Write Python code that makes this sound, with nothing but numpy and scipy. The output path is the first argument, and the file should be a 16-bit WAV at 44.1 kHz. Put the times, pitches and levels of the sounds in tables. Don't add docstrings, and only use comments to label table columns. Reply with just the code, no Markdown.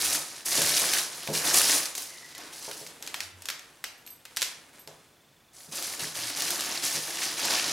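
import sys
import numpy as np
from scipy import signal
from scipy.io import wavfile

SR = 44100
rng = np.random.default_rng(int(sys.argv[2]) if len(sys.argv) > 2 else 0)


def store_pcm(level_fs):
    pcm = np.round(np.clip(level_fs, -1, 1) * 32767).astype(np.int16)
    wavfile.write(sys.argv[1], SR, np.atleast_2d(pcm).T)


N = 340452
TIME = np.arange(N) / SR

# start in seconds, length in seconds, nominal scraping
# level in dB, crispness (level above 7.5 kHz against the scraping) in dB.
STROKE_ROWS = [(-.02, 0.12, -29, -2), (0.116, 0.012, -28, -0.5), (0.198, .19, -42, -8.5),
               (0.446, 0.049, -32, 1), (0.505, 0.24, -25.5, -3), (0.747, 0.24, -27, -3.5),
               (1.108, 0.53, -40, -5), (1.326, 0.061, -28.5, -4.5), (1.429, 0.091, -26.5, -3),
               (1.528, 0.22, -23.5, -1.5), (1.942, 0.084, -42, 1.5), (2.07, 0.25, -47, -8.5),
               (2.34, 0.11, -45, -31), (2.516, 0.14, -45.5, -2), (2.608, 0.22, -45, -2.5),
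               (5.527, 0.21, -53, -0.5), (5.711, 0.23, -35.5, -4), (5.987, 0.063, -33.5, -5),
               (6.138, 0.17, -33.5, -6), (6.353, 0.2, -31, -6.5), (6.575, 0.22, -32, -7),
               (6.818, 0.15, -30.5, -3.5), (7.018, 0.22, -34.5, -6.5), (7.186, 0.14, -32, -7),
               (7.363, 0.19, -27.5, -10), (7.49, 0.28, -26, -12.5)]
# frequency in Hz, relative density in dB per Hz.
FOAM_SPECTRUM = [(530, -38), (900, -10.5), (1340, -4.5), (1750, 0.5), (2040, -1), (3550, 0), (4250, 2),
                 (5750, 1), (8550, -7), (9880, -5.5), (12600, -13), (16000, -21.5)]


def amp(db):
    return 10 ** (np.asarray(db) / 20)


def unit(x):
    return x / np.sqrt(np.mean(x ** 2) + 1e-20)


def read(points, hz):
    f, value = np.transpose(points)
    return np.interp(np.log(hz + 1), np.log(f + 1), value)


def add(mix, s, sound):
    part = mix[max(round(s * SR), 0):][:len(sound)]
    part += sound[:len(part)]


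def butter(x, order, hz, kind="low"):
    return signal.sosfilt(signal.butter(order, hz, kind, fs=SR, output="sos"), x)


def colour(x, spectrum, peaks=(), size=4096):
    hz = np.fft.rfftfreq(size, 1 / SR)
    resonances = sum(d / (1 + (2 * (hz - f) / width) ** 2) for f, width, d in peaks)
    db = read(spectrum, hz) + resonances
    half = np.log(amp(np.maximum(db, -90)))
    log_magnitude = np.r_[half, half[-2:0:-1]]
    taps = np.fft.ifft(np.exp(np.conj(signal.hilbert(log_magnitude)))).real
    return signal.oaconvolve(x, taps[:size // 2])[:len(x)]


def wander(per_s):
    knots = rng.standard_normal(N)
    return unit(np.interp(TIME * per_s, np.arange(N), knots))


def uneven(spread_db, count, most):
    return amp(spread_db * np.minimum(rng.exponential(1, count), most))


def slips(per_s, spread_db, clump_db, clumps_per_s):
    happens = rng.random(N) < per_s / SR
    clicks = uneven(spread_db, N, most=4) * rng.choice([-1, 1], N) * happens
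    return unit(clicks * amp(clump_db * np.clip(wander(clumps_per_s), -2, 2)))


def gesture(start, length, grip_s=0.018, ease_db_per_s=8, settle_db_per_s=143):
    t = TIME - start
    grip = 20 * np.log10(np.clip(t / grip_s, 1e-6, 1))
    ease = ease_db_per_s * np.clip(t, 0, length)
    settle = settle_db_per_s * np.maximum(t - length, 0)
    return grip - ease - settle


def effort(rows):
    return np.sqrt(sum(amp(db + gesture(start, length)) ** 2 for start, length, db in rows))


def peanuts(per_s, spread_db, ring_s, count=40):
    t, out = np.arange(SR // 100) / SR, np.zeros(N)
    for hz in np.linspace(700, 15800, count):
        at = rng.integers(0, N, int(per_s * N / SR))
        clicks = np.bincount(at, uneven(spread_db, len(at), most=4), N)
        damped = np.exp(-t / ring_s) * np.sin(2 * np.pi * hz * t)
        out += signal.oaconvolve(clicks, damped)[:N]
    return unit(out)


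def jolts(per_s, spread_db, die_s):
    kicks = uneven(spread_db, N, most=3) * (rng.random(N) < per_s / SR)
    power = signal.lfilter([1], [1, -np.exp(-2 / (die_s * SR))], kicks ** 2)
    return unit(np.sqrt(power + 1e-12))


def crackles(own_db=1.5, shared_db=-1.8, count=7):
    out, edges = np.zeros(N), np.geomspace(900, 19000, count + 2)
    for lo, hi in zip(edges, edges[2:]):
        jerks = jolts(per_s=120, spread_db=own_db, die_s=.0035)
        grains = jerks * slips(per_s=6000, spread_db=0.5, clump_db=-1.5, clumps_per_s=220)
        out += butter(grains, 2, [lo, hi], "band")
    return unit(out * jolts(per_s=610, spread_db=shared_db, die_s=0.011))


def rummage(body_db=-3.5, firm_db=-30.5, wall_db=-44, wall_share=0.87):
    # frequency in Hz, relative density in dB per Hz.
    wall_spectrum = [(24, -43), (40, -19), (92, -10), (146, -10), (182, -6), (290, -2), (340, -8.5),
                     (462, -3.5), (695, 0.5), (747, -1), (1140, -2), (1300, -3), (1690, -14.5),
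                     (2860, -120)]
    # frequency in Hz, width in Hz, height in dB.
    panels = [(149.3, 11, 9.5), (347.4, 60, 12.5), (431, 29, 3), (554, 24, 3.5), (673, 25, 3)]
    grip = unit(amp(0.53 * wander(per_s=50)))
    rub = peanuts(per_s=170, spread_db=3.2, ring_s=.0005)
    foam = unit(colour(grip * (rub + amp(0.5) * crackles()), FOAM_SPECTRUM))
    top = signal.sosfiltfilt(signal.butter(2, 7500, "high", fs=SR, output="sos"), foam)
    drive = grip * slips(per_s=1500, spread_db=1.5, clump_db=2.2, clumps_per_s=56)
    walls = unit(colour(drive, wall_spectrum, panels))
    scrape = effort([(s, length, db) for s, length, db, crisp_db in STROKE_ROWS])
    crisp = effort([(s, length, db + crisp_db) for s, length, db, crisp_db in STROKE_ROWS])
    wall_gain = amp(wall_db) * (scrape / amp(firm_db)) ** wall_share
    return amp(body_db) * scrape * (foam - top) + crisp * unit(top) + wall_gain * walls


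def ticks(per_s=22, spread_db=3, ring_s=.0007, level_db=-13, count=12):
    t, out = np.arange(SR // 100) / SR, np.zeros(N)
    for hz in np.geomspace(1600, 12000, count):
        clicks = uneven(spread_db, N, most=2) * (rng.random(N) < per_s / count / SR)
        tone_and_noise = np.sin(2 * np.pi * hz * t) + .5 * rng.standard_normal(len(t))
        out += signal.oaconvolve(clicks, np.exp(-t / ring_s) * tone_and_noise)[:N]
    press = effort([row[:3] for row in STROKE_ROWS])
    return amp(level_db) * press * unit(colour(out, FOAM_SPECTRUM))


def shudders():
    # start in seconds, length in seconds, pitch in Hz, mean level in dB.
    drags = [(0, .15, 88, -57), (3.19, .28, 91.5, -55), (6.13, .22, 118.4, -55)]
    out = np.zeros(N)
    for s, length, hz, db in drags:
        t = np.arange(int(length * SR)) / SR
        unsteady = 1 + 0.3 * wander(per_s=24)[:len(t)]
        fade = signal.windows.tukey(len(t), .6)
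        add(out, s, amp(db) * fade * np.sin(2 * np.pi * hz * t) * unsteady)
    return out


def floor(level_db=-61.5, side_db=-16):
    # frequency in Hz, relative density in dB per Hz.
    murmur = [(12, -67), (20, -6), (58, -8), (81, -5.5), (127, -3), (158, 0), (182, -8), (216, -6.5),
              (337, -7.5), (3500, -16), (16000, -24.5)]
    mid, side = (unit(colour(rng.standard_normal(N), murmur)) for _ in range(2))
    return amp(level_db) * (mid + np.outer([1, -1], amp(side_db) * side))


def trill(hz=3500, level_db=-64.5, pulses_per_s=25, on_share=0.42):
    phase = (TIME * pulses_per_s) % 1
    pulse = np.sin(np.pi * np.minimum(phase / on_share, 1)) ** 2
    level = amp(level_db + 1.5 * wander(per_s=16))
    return level * pulse * np.sin(2 * np.pi * hz * TIME + wander(per_s=60))


def tail(gap_s=0.0045):
    # frequency in Hz, time to fall by 60 dB in seconds.
    decay = [(100, 0.25), (600, 0.68), (1800, 0.58), (4600, 0.4), (11000, 0.4), (14000, 0.24)]
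    noise = rng.standard_normal((2, SR // 2))
    hz, t, z = signal.stft(noise, SR, nperseg=256)
    fading = z * amp(-60 * t / read(decay, hz)[:, None])
    echo = signal.istft(fading, SR, nperseg=256)[1]
    echo = echo * (np.arange(echo.shape[1]) > gap_s * SR)
    return echo / np.linalg.norm(echo[0])


def room(x, wet_db, side_db, count=3):
    wet = np.zeros((2, N))
    for k in range(count):
        away = (TIME * 9 + k) % count - 1
        share = np.cos(np.pi / 2 * np.clip(away, -1, 1))
        wet += signal.oaconvolve((share * x)[None], tail(), axes=1)[:, :N]
    mid, side = amp(wet_db) * wet
    return mid + np.outer([1, -1], amp(side_db) * side)


def snaps(ring_s=0.0033, again_db=-8, focus_db=1.9):
    # start in seconds, nominal peak level in dB, centre in Hz.
    buckles = [(.152, -14, 5530), (.617, -11, 5910), (.936, -8, 4370), (1.275, -18, 2200),
               (1.35, -16, 7170), (1.556, -9.5, 7420), (1.832, -18.5, 5530), (1.856, -15, 5050),
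               (1.952, -18, 8400), (1.979, -17, 6560), (2.35, -28, 5000), (2.38, -27, 8000),
               (2.713, -22, 2760), (2.865, -27, 4760), (2.873, -29, 6000), (3.025, -22.5, 5500),
               (3.065, -27.5, 7120), (3.075, -20, 3170), (3.143, -15.5, 1580), (3.205, -15, 3060),
               (3.234, -29, 4500), (3.421, -28.5, 6080), (3.456, -21.5, 6300), (3.487, -14, 2590),
               (3.501, -16.5, 3000), (3.594, -30, 3740), (3.841, -15.5, 2280), (4.064, -36, 5770),
               (4.075, -31, 3720), (4.253, -27.5, 1650), (4.364, -23, 6080), (4.37, -11, 4040),
               (4.411, -20, 5960), (4.419, -9.5, 3500), (4.426, -9.5, 4430), (4.875, -28, 4000),
               (5.825, -20, 9800), (6.421, -13, 4890), (6.505, -12.5, 9350), (6.608, -19, 6220),
               (6.866, -17, 10100)]
    # frequency in Hz, relative density in dB per Hz.
    snap_spectrum = [(60, -14), (250, -16), (550, -4.5), (1050, -6), (1550, -3), (6000, -1.5), (10000, -6),
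                     (13000, -4), (16000, -18)]
    t, out = np.arange(SR // 20) / SR, np.zeros(N)
    hz = np.geomspace(60, 16000, num=24)
    crack = np.exp(-t / ring_s) + .7 * np.exp(-t / .0005)
    for s, db, centre_hz in buckles:
        later = t - rng.uniform(0.00044, 0.0052)
        second_step = amp(again_db) * np.interp(later, t, crack, left=0)
        burst = rng.standard_normal(len(t)) * np.hypot(crack, second_step)
        octaves = np.log2(hz / centre_hz)
        shape = read(snap_spectrum, hz) - focus_db * np.minimum(octaves ** 2, 3.5)
        add(out, s, amp(db - 22.5) * unit(colour(burst, np.c_[hz, shape])))
    return out


def ring(modes, centre_hz, jitter):
    t, out = np.arange(SR) / SR, np.zeros(SR)
    for f, db, t60 in modes:
        share = 1 / np.hypot(1, f / centre_hz - centre_hz / f)
        mode_hz = f * (1 + jitter * rng.uniform(-1, 1))
        out += share * amp(db - 60 * t / t60) * np.sin(2 * np.pi * mode_hz * t)
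    return out


def knocks(puff_s=0.065, puff_db=-29):
    # start in seconds, nominal level in dB, frequency in Hz that the blow excites most.
    blows = [(0.583, -24.5, 393), (0.617, -34, 202), (1.273, -35, 706), (1.288, -21, 308),
             (1.344, -38, 140), (2.68, -33.5, 735), (2.814, -40, 330), (4.875, -39, 473), (5.68, -42, 162),
             (6.023, -36, 160), (6.944, -35, 265)]
    # nominal frequency in Hz, relative level in dB, 60 dB decay in seconds.
    box_modes = [(154.7, -7.5, 0.44), (291, -50, .25), (346, -20, 0.27), (430, -10.5, 0.36),
                 (505, -11, 0.12), (556, -7.5, 0.11), (658, -10, 0.17), (888, -5.5, 0.067)]
    t, out = np.arange(SR) / SR, np.zeros(N)
    for s, db, centre_hz in blows:
        noise = rng.standard_normal(SR) * np.exp(-t / puff_s)
        puff = unit(butter(noise, 2, [centre_hz / 2, centre_hz * 2], "band"))
        add(out, s, amp(db) * (ring(box_modes, centre_hz, jitter=0.0053) + amp(puff_db) * puff))
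    return butter(out, 2, 110, "high")


def nose_breath(width_hz=170, level_db=-2):
    # time in seconds, pitch in Hz, level in dB before level_db.
    glide = [(2.049, 2080, -57), (2.21, 1963, -53), (2.27, 1987, -52), (2.32, 2066, -56), (2.37, 1875, -47),
             (2.41, 1830, -62)]
    s, hz, db = np.transpose(glide)
    flutter = unit(butter(rng.standard_normal((2, N)), 2, width_hz / 2))
    turn = 2 * np.pi * np.cumsum(np.interp(TIME, s, hz)) / SR
    level = amp(np.interp(TIME, s, db) + level_db) * (TIME > s[0]) * (TIME < s[-1])
    return level * (flutter[0] * np.cos(turn) + flutter[1] * np.sin(turn))


def slide():
    # start in seconds, length in seconds, nominal level in dB.
    rustles = [(2.39, 0.12, -48), (2.86, 0.16, -53), (3.02, 0.19, -50.5), (3.36, 0.46, -56.5),
               (3.95, 0.27, -61.5), (4.29, 0.23, -56), (4.55, 0.15, -59), (4.72, 0.059, -54.5),
               (4.88, 0.19, -61.5)]
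    # frequency in Hz, relative density in dB per Hz.
    packet_spectrum = [(100, -12), (300, 3.5), (700, -2), (1700, -2), (5000, -7), (10000, -7.5),
                       (16000, -22)]
    grains = slips(per_s=1700, spread_db=2.5, clump_db=0, clumps_per_s=73)
    return effort(rustles) * unit(colour(grains, packet_spectrum))


def jewellery():
    # start in seconds, nominal level in dB.
    touches = [(3.978, -50), (4.065, -34), (4.104, -30.5), (4.794, -37.5)]
    # nominal frequency in Hz, relative level in dB, 60 dB decay in seconds.
    metal_modes = [(4748, -26, 0.23), (8030, -31, 0.27), (8480, -21, 0.3), (12410, -8.5, 0.22),
                   (12445, -20, 0.19), (13140, -26, .13)]
    out = np.zeros(N)
    for s, db in touches:
        add(out, s, amp(db) * ring(metal_modes, centre_hz=10000, jitter=.0004))
    return out


def scene(count=3):
    foam = rummage() + slide() + nose_breath()
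    struck = knocks() + shudders() + jewellery()
    echo = room(foam, wet_db=-6.0, side_db=-7.5) + room(struck, wet_db=-9.5, side_db=-8)
    snap_echo = sum(room(snaps(), wet_db=-9.5, side_db=-6.0, count=2) for _ in range(count))
    return foam + struck + snaps() + echo + snap_echo + floor() + trill() + ticks()


def record(dry, edge_hz=15950):
    mid, side = dry.mean(0), (dry[0] - dry[1]) / 2
    side = butter(side, 4, 10000) * amp(-1)
    pair = np.array([mid + side, mid - side]) * amp([[-.1], [.1]])
    limit = signal.firwin(511, edge_hz, window=("kaiser", 9), fs=SR)
    return signal.oaconvolve(pair, limit[None], "same", axes=1)


dry = scene()
out = record(dry)
store_pcm(out)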